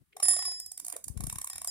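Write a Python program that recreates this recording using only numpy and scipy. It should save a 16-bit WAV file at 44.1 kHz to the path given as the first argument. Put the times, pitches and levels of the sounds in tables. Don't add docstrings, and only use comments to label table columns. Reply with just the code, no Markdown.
import sys
import numpy as np
from scipy import signal
from scipy.fft import rfft, irfft
from scipy.io import wavfile

SR = 44100
rng = np.random.default_rng(int(sys.argv[2]) if len(sys.argv) > 2 else 0)


def bounce(signal):
    frames = np.transpose(np.atleast_2d(signal))
    limited = np.clip(frames, -1, 1)
    pcm = np.round(limited * 32767).astype(np.int16)
    wavfile.write(sys.argv[1], SR, pcm)


N = 74970
T = np.arange(N) / SR

# (frequency [Hz], relative level [dB])
AIR_CURVE = [(25, -10), (80, 8), (300, -0.5), (450, -22), (720, -16.5), (1200, -7.5), (2000, -10.5),
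             (6000, -16.5), (9500, -7.5), (16000, -13.5)]
# (time [s], left level [dB], right level [dB])
RUMBLE_RIDE = [(0, -65, -70.5), (.02, -51.5, -60), (.05, -81, -93), (.4, -83, -81), (.63, -76, -74),
               (.675, -66, -63.5), (.72, -80, -78), (1.03, -73.5, -76), (1.078, -48.5, -79),
               (1.15, -45.5, -80), (1.242, -35, -77), (1.31, -50, -80), (1.39, -50, -79),
               (1.48, -70.5, -95), (1.52, -76, -88), (1.548, -54.5, -56), (1.68, -66.5, -72)]
# (frequency [Hz], relative level [dB])
RUMBLE_CURVE = [(25, -16), (40, -3), (58, 3.5), (100, -8.5), (200, -12.5), (320, -21.5), (600, -34),
                (1500, -49), (16000, -55)]
# (time [s], left level [dB], pitch [Hz])
BUMP_CUES = [(1.071, -37, 68.6), (1.1, -26, 88), (1.166, -22, 81), (1.201, -24, 123), (1.24, -22.5, 107),
             (1.275, -27, 135), (1.327, -32, 96), (1.358, -31.5, 106)]
# (peak time [s], spread of the swell as standard deviation [s], level [dB], centre
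# [Hz], bandwidth [Hz])
RUB_CUES = [(0.131, 0.0036, -59.5, 2315, 885), (0.174, 0.023, -59, 412, 60.6), (0.83, 0.036, -70, 241, 167),
            (0.937, 0.0095, -54, 1720, 1190), (0.937, 0.0063, -52.5, 446, 305),
            (0.963, 0.0028, -43.5, 533, 127), (1.156, 0.0029, -57, 340, 137)]
PARTIAL_HZ = [790, 1862, 3303, 5108, 7276, 7311, 9802, 9822, 12646]
# (left gain [dB], right gain [dB], 60 dB decay [s])
PARTIAL_RINGS = [(-46.5, -48, 0.41), (-39, -75, .55), (-51, -52.5, 0.65), (-30, -28.5, 0.66),
                 (-31.5, -40.5, 0.46), (-33, -30.5, 0.64), (-22.5, -15.5, 0.35), (-40, -34, 0.24),
                 (-35, -47, 0.14)]
# (time [s], low [dB], mid [dB], high [dB], top [dB])
BELL_CUES = [(.229, -3.5, -2, -3, 0), (0.283, 0, -1, 2.5, 3.5), (0.388, -5.5, -2.5, -15, -36),
             (0.456, -17.5, -0.5, -14, -12), (0.514, -40, -20.5, -16.5, -46),
             (1.499, -14.5, -17.5, -20, -33), (1.68, -18, -5, -7, -25)]
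BELL_BANDS_HZ = [3300, 5100, 7300, 9800]
# (time [s], steel [dB], lower case mode [dB], upper case mode [dB], plates [dB])
CLICK_CUES = [(0.1661, -39, -41, -50, -51.5), (0.1996, -35.5, -40.5, -44.5, -45.5),
              (0.2252, -29.5, -42, -45, -42.5), (0.2533, -29.5, -46.5, -52, -41.5),
              (0.2823, -21, -36, -68, -39), (0.3084, -30.5, -42.5, -45, -44.5),
              (0.3334, -31, -49, -43, -44.5), (0.3641, -36.5, -40, -54, -42),
              (0.389, -31, -42.5, -42.5, -46), (0.4226, -34.5, -68, -47.5, -42),
              (0.4508, -30, -61, -43.5, -44.5), (0.4794, -34.5, -45.5, -44.5, -49),
              (0.5162, -34.5, -56.5, -57, -48), (0.599, -30.5, -62, -88, -57.5),
              (0.661, -34, -67, -82, -67.5), (0.7165, -32.5, -57.5, -93, -61),
              (0.7754, -32.5, -65, -67, -55), (0.7982, -31.5, -69, -81, -54.5), (0.847, -32, -61, -70, -55),
              (0.8645, -31.5, -55, -66, -58.5), (0.8811, -30, -49.5, -56, -53),
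              (0.8988, -32.5, -57, -61, -51), (0.9236, -30, -49.5, -49, -53.5),
              (0.9633, -31.5, -50, -57, -50), (1.041, -32, -75, -66, -60), (1.0809, -31, -54, -59, -57),
              (1.1738, -39.5, -70, -61, -53.5), (1.205, -33.5, -46, -49, -48),
              (1.2372, -31.5, -56, -51.5, -48), (1.2675, -29.5, -50, -64, -49.5),
              (1.297, -29.5, -67, -60, -43), (1.3257, -29.5, -58, -41.5, -51),
              (1.356, -34, -87, -53, -46.5), (1.3842, -29, -81, -43, -46.5), (1.4142, -29, -80, -66, -46),
              (1.4427, -27.5, -80, -42.5, -54.5), (1.4711, -31, -80, -51.5, -47.5),
              (1.4992, -30.5, -59, -49, -49), (1.5314, -34.5, -59.5, -52.5, -47.5),
              (1.5564, -33.5, -55.5, -59, -47.5), (1.5807, -32, -56, -56, -46.5),
              (1.6157, -31, -50.5, -48.5, -50), (1.6451, -28, -48.5, -46.5, -49.5),
              (1.6732, -25, -50, -52, -48)]
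# (time [s], left minus right [dB])
STEEL_PAN = [(.2, -0.5), (.5, -0.5), (.7, -5), (1.15, -6.5), (1.35, -2), (1.68, -1.5)]
# (frequency [Hz], bandwidth [Hz], gain [dB])
STEEL_MODES = [(4927, 345, -12), (5650, 133, -10.5), (7250, 1670, -9), (8954, 640, -0.5), (9690, 223, 3),
               (10595, 440, 1), (11390, 3600, -8.5), (13760, 2800, -10)]
# (frequency [Hz], bandwidth [Hz], gain [dB])
PLATE_MODES = [(938, 500, -2), (1663, 345, 0.5), (2262, 370, 2), (3375, 440, -8), (3742, 171, 3.5),
               (5444, 285, 5.5)]
# (frequency [Hz], trim [dB], left minus right [dB])
CASE_MODES = [(721, -1.5, 4), (1097, 0, -2.5)]

BUMP_RISE_S, BUMP_RIGHT_DB = 0.0024, -49
BELL_ATTACK_S, BELL_LAG_S, CLICK_LAG_S = 0.00062, 0.000306, 0.00023
CHATTER_PEAK_S, CHATTER_WIDTH_S, CHATTER_LEAD_S = 0.004, 0.0018, 0.002
CONTACTS_PER_S, SCATTER_DB = 4200, -4
STEEL_TRIM_DB, PLATE_TRIM_DB = -2.5, 3
KNOCK_RISE_S, KNOCK_DETUNE = 0.0021, 0.054
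ROOM_T60_S, ROOM_DB, PREDELAY_S = 0.22, -9, 0.003


def from_db(db):
    return 10 ** (np.asarray(db) / 20)


def pan(db):
    return from_db([[db / 2], [-db / 2]])


def rms_one(x):
    return x / np.sqrt(np.mean(x ** 2, axis=-1, keepdims=True) + 1e-20)


def add(out, s, sound):
    i = max(int(s * SR), 0)
    out[:, i:i + sound.shape[1]] += sound[:, :max(N - i, 0)]


def resonate(x, hz, width_hz):
    r = np.exp(-np.pi * width_hz / SR)
    feedback = [1, -2 * r * np.cos(2 * np.pi * hz / SR), r * r]
    return signal.lfilter(np.array([1, 0, -1]) * (1 - r * r) / 2, feedback, x + 1e-18)


def body(x, modes):
    return sum((-1) ** k * from_db(db) * resonate(x, hz, width)
               for k, (hz, width, db) in enumerate(modes))


def low_cut(x, hz):
    return signal.sosfilt(signal.butter(2, hz, "high", fs=SR, output="sos"), x)


def noise(curve):
    hz, db = np.transpose(curve)
    gain = from_db(np.interp(np.log(np.fft.rfftfreq(N, 1 / SR) + 1), np.log(hz), db))
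    shaped = irfft(rfft(rng.standard_normal((2, N))) * gain, N)
    return rms_one(low_cut(shaped, hz=36))


def grains(per_s, size):
    return (rng.random(size) < per_s / SR) * rng.standard_normal((2, size))


def room_tone():
    return from_db(-77.5) * noise(AIR_CURVE)


def reverb(x):
    tail = rng.standard_normal((2, N)) * np.exp(-np.log(1000) * T / ROOM_T60_S) * (T > PREDELAY_S)
    return signal.fftconvolve(x, rms_one(tail) / np.sqrt(N), axes=1)[:, :N]


def mic_handling():
    times, left_db, right_db = np.transpose(RUMBLE_RIDE)
    fader = from_db([np.interp(T, times, left_db), np.interp(T, times, right_db)])
    rumble = fader * noise(RUMBLE_CURVE)
    bumps = 0
    for s, db, hz in BUMP_CUES:
        age = np.maximum(T - s, 0)
        envelope = age / BUMP_RISE_S * np.exp(1 - age / BUMP_RISE_S)
        bumps -= from_db(db) * envelope * np.sin(2 * np.pi * hz * age)
    return rumble + bumps * from_db([[0], [BUMP_RIGHT_DB]])


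def finger_rubs():
    out = 0
    for s, half_width, db, hz, width_hz in RUB_CUES:
        grit = grains(per_s=2000, size=N)
        friction = resonate(resonate(grit, hz, width_hz), hz, 2 * width_hz)
        swell = np.exp(-.5 * ((T - s) / half_width) ** 2)
        out += from_db(db) * swell * rms_one(friction)
    return out


def bell():
    out = np.zeros((2, N))
    t = T - BELL_CUES[0][0] - np.array([[0], [BELL_LAG_S]])
    for hz, (left_db, right_db, t60) in zip(PARTIAL_HZ, PARTIAL_RINGS):
        energy = 0
        for s, *bands_db in BELL_CUES:
            age = np.maximum(T - s, 0)
            attack = np.minimum(age / BELL_ATTACK_S, 1)
            strength = from_db(np.interp(hz, BELL_BANDS_HZ, bands_db))
            energy += attack * strength ** 2 * np.exp(-2 * np.log(1000) * age / t60)
        out += from_db([[left_db], [right_db]]) * np.sqrt(energy) * np.sin(2 * np.pi * hz * t)
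    return out


def case_knock(hz, size):
    age = np.maximum(T[:size] - CHATTER_LEAD_S - np.array([[0], [CLICK_LAG_S]]), 0)
    pitch = hz * (1 + KNOCK_DETUNE * rng.standard_normal())
    return rms_one(age * np.exp(-age / KNOCK_RISE_S) * np.sin(2 * np.pi * pitch * age))


def pawl_chatter(size):
    swell = np.exp(-.5 * ((T[:size] - CHATTER_PEAK_S) / CHATTER_WIDTH_S) ** 2)
    direct = swell * grains(CONTACTS_PER_S, size)[0]
    scatter = from_db(SCATTER_DB) * swell * grains(CONTACTS_PER_S, size)
    return np.array([direct, np.roll(direct, int(CLICK_LAG_S * SR))]) + scatter


def ratchet():
    out = np.zeros((2, N))
    size = 2048
    click_gain = np.sqrt(.004 * SR / size)
    for s, steel_db, lower_db, upper_db, plate_db in CLICK_CUES:
        chatter = pawl_chatter(size)
        steel = rms_one(low_cut(body(chatter, STEEL_MODES), hz=4440))
        steel *= from_db(steel_db + STEEL_TRIM_DB) * pan(np.interp(s, *np.transpose(STEEL_PAN)))
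        plates = rms_one(low_cut(body(chatter, PLATE_MODES), hz=454))
        plates *= from_db(plate_db + PLATE_TRIM_DB)
        case = sum(from_db(db + trim_db) * pan(pan_db) * case_knock(hz, size)
                   for db, (hz, trim_db, pan_db) in zip((lower_db, upper_db), CASE_MODES))
        add(out, s - CHATTER_LEAD_S, click_gain * (steel + plates + case))
    return out


def scene():
    clock = ratchet() + finger_rubs()
    return clock + from_db(ROOM_DB) * reverb(clock) + bell() + mic_handling() + room_tone()


def record(dry):
    thinned = low_cut(low_cut(dry, hz=31.5), hz=31.5)
    high_cut = signal.ellip(10, .2, 80, 15900, fs=SR, output="sos")
    return signal.sosfilt(high_cut, thinned)


dry = scene()
out = record(dry)
bounce(out)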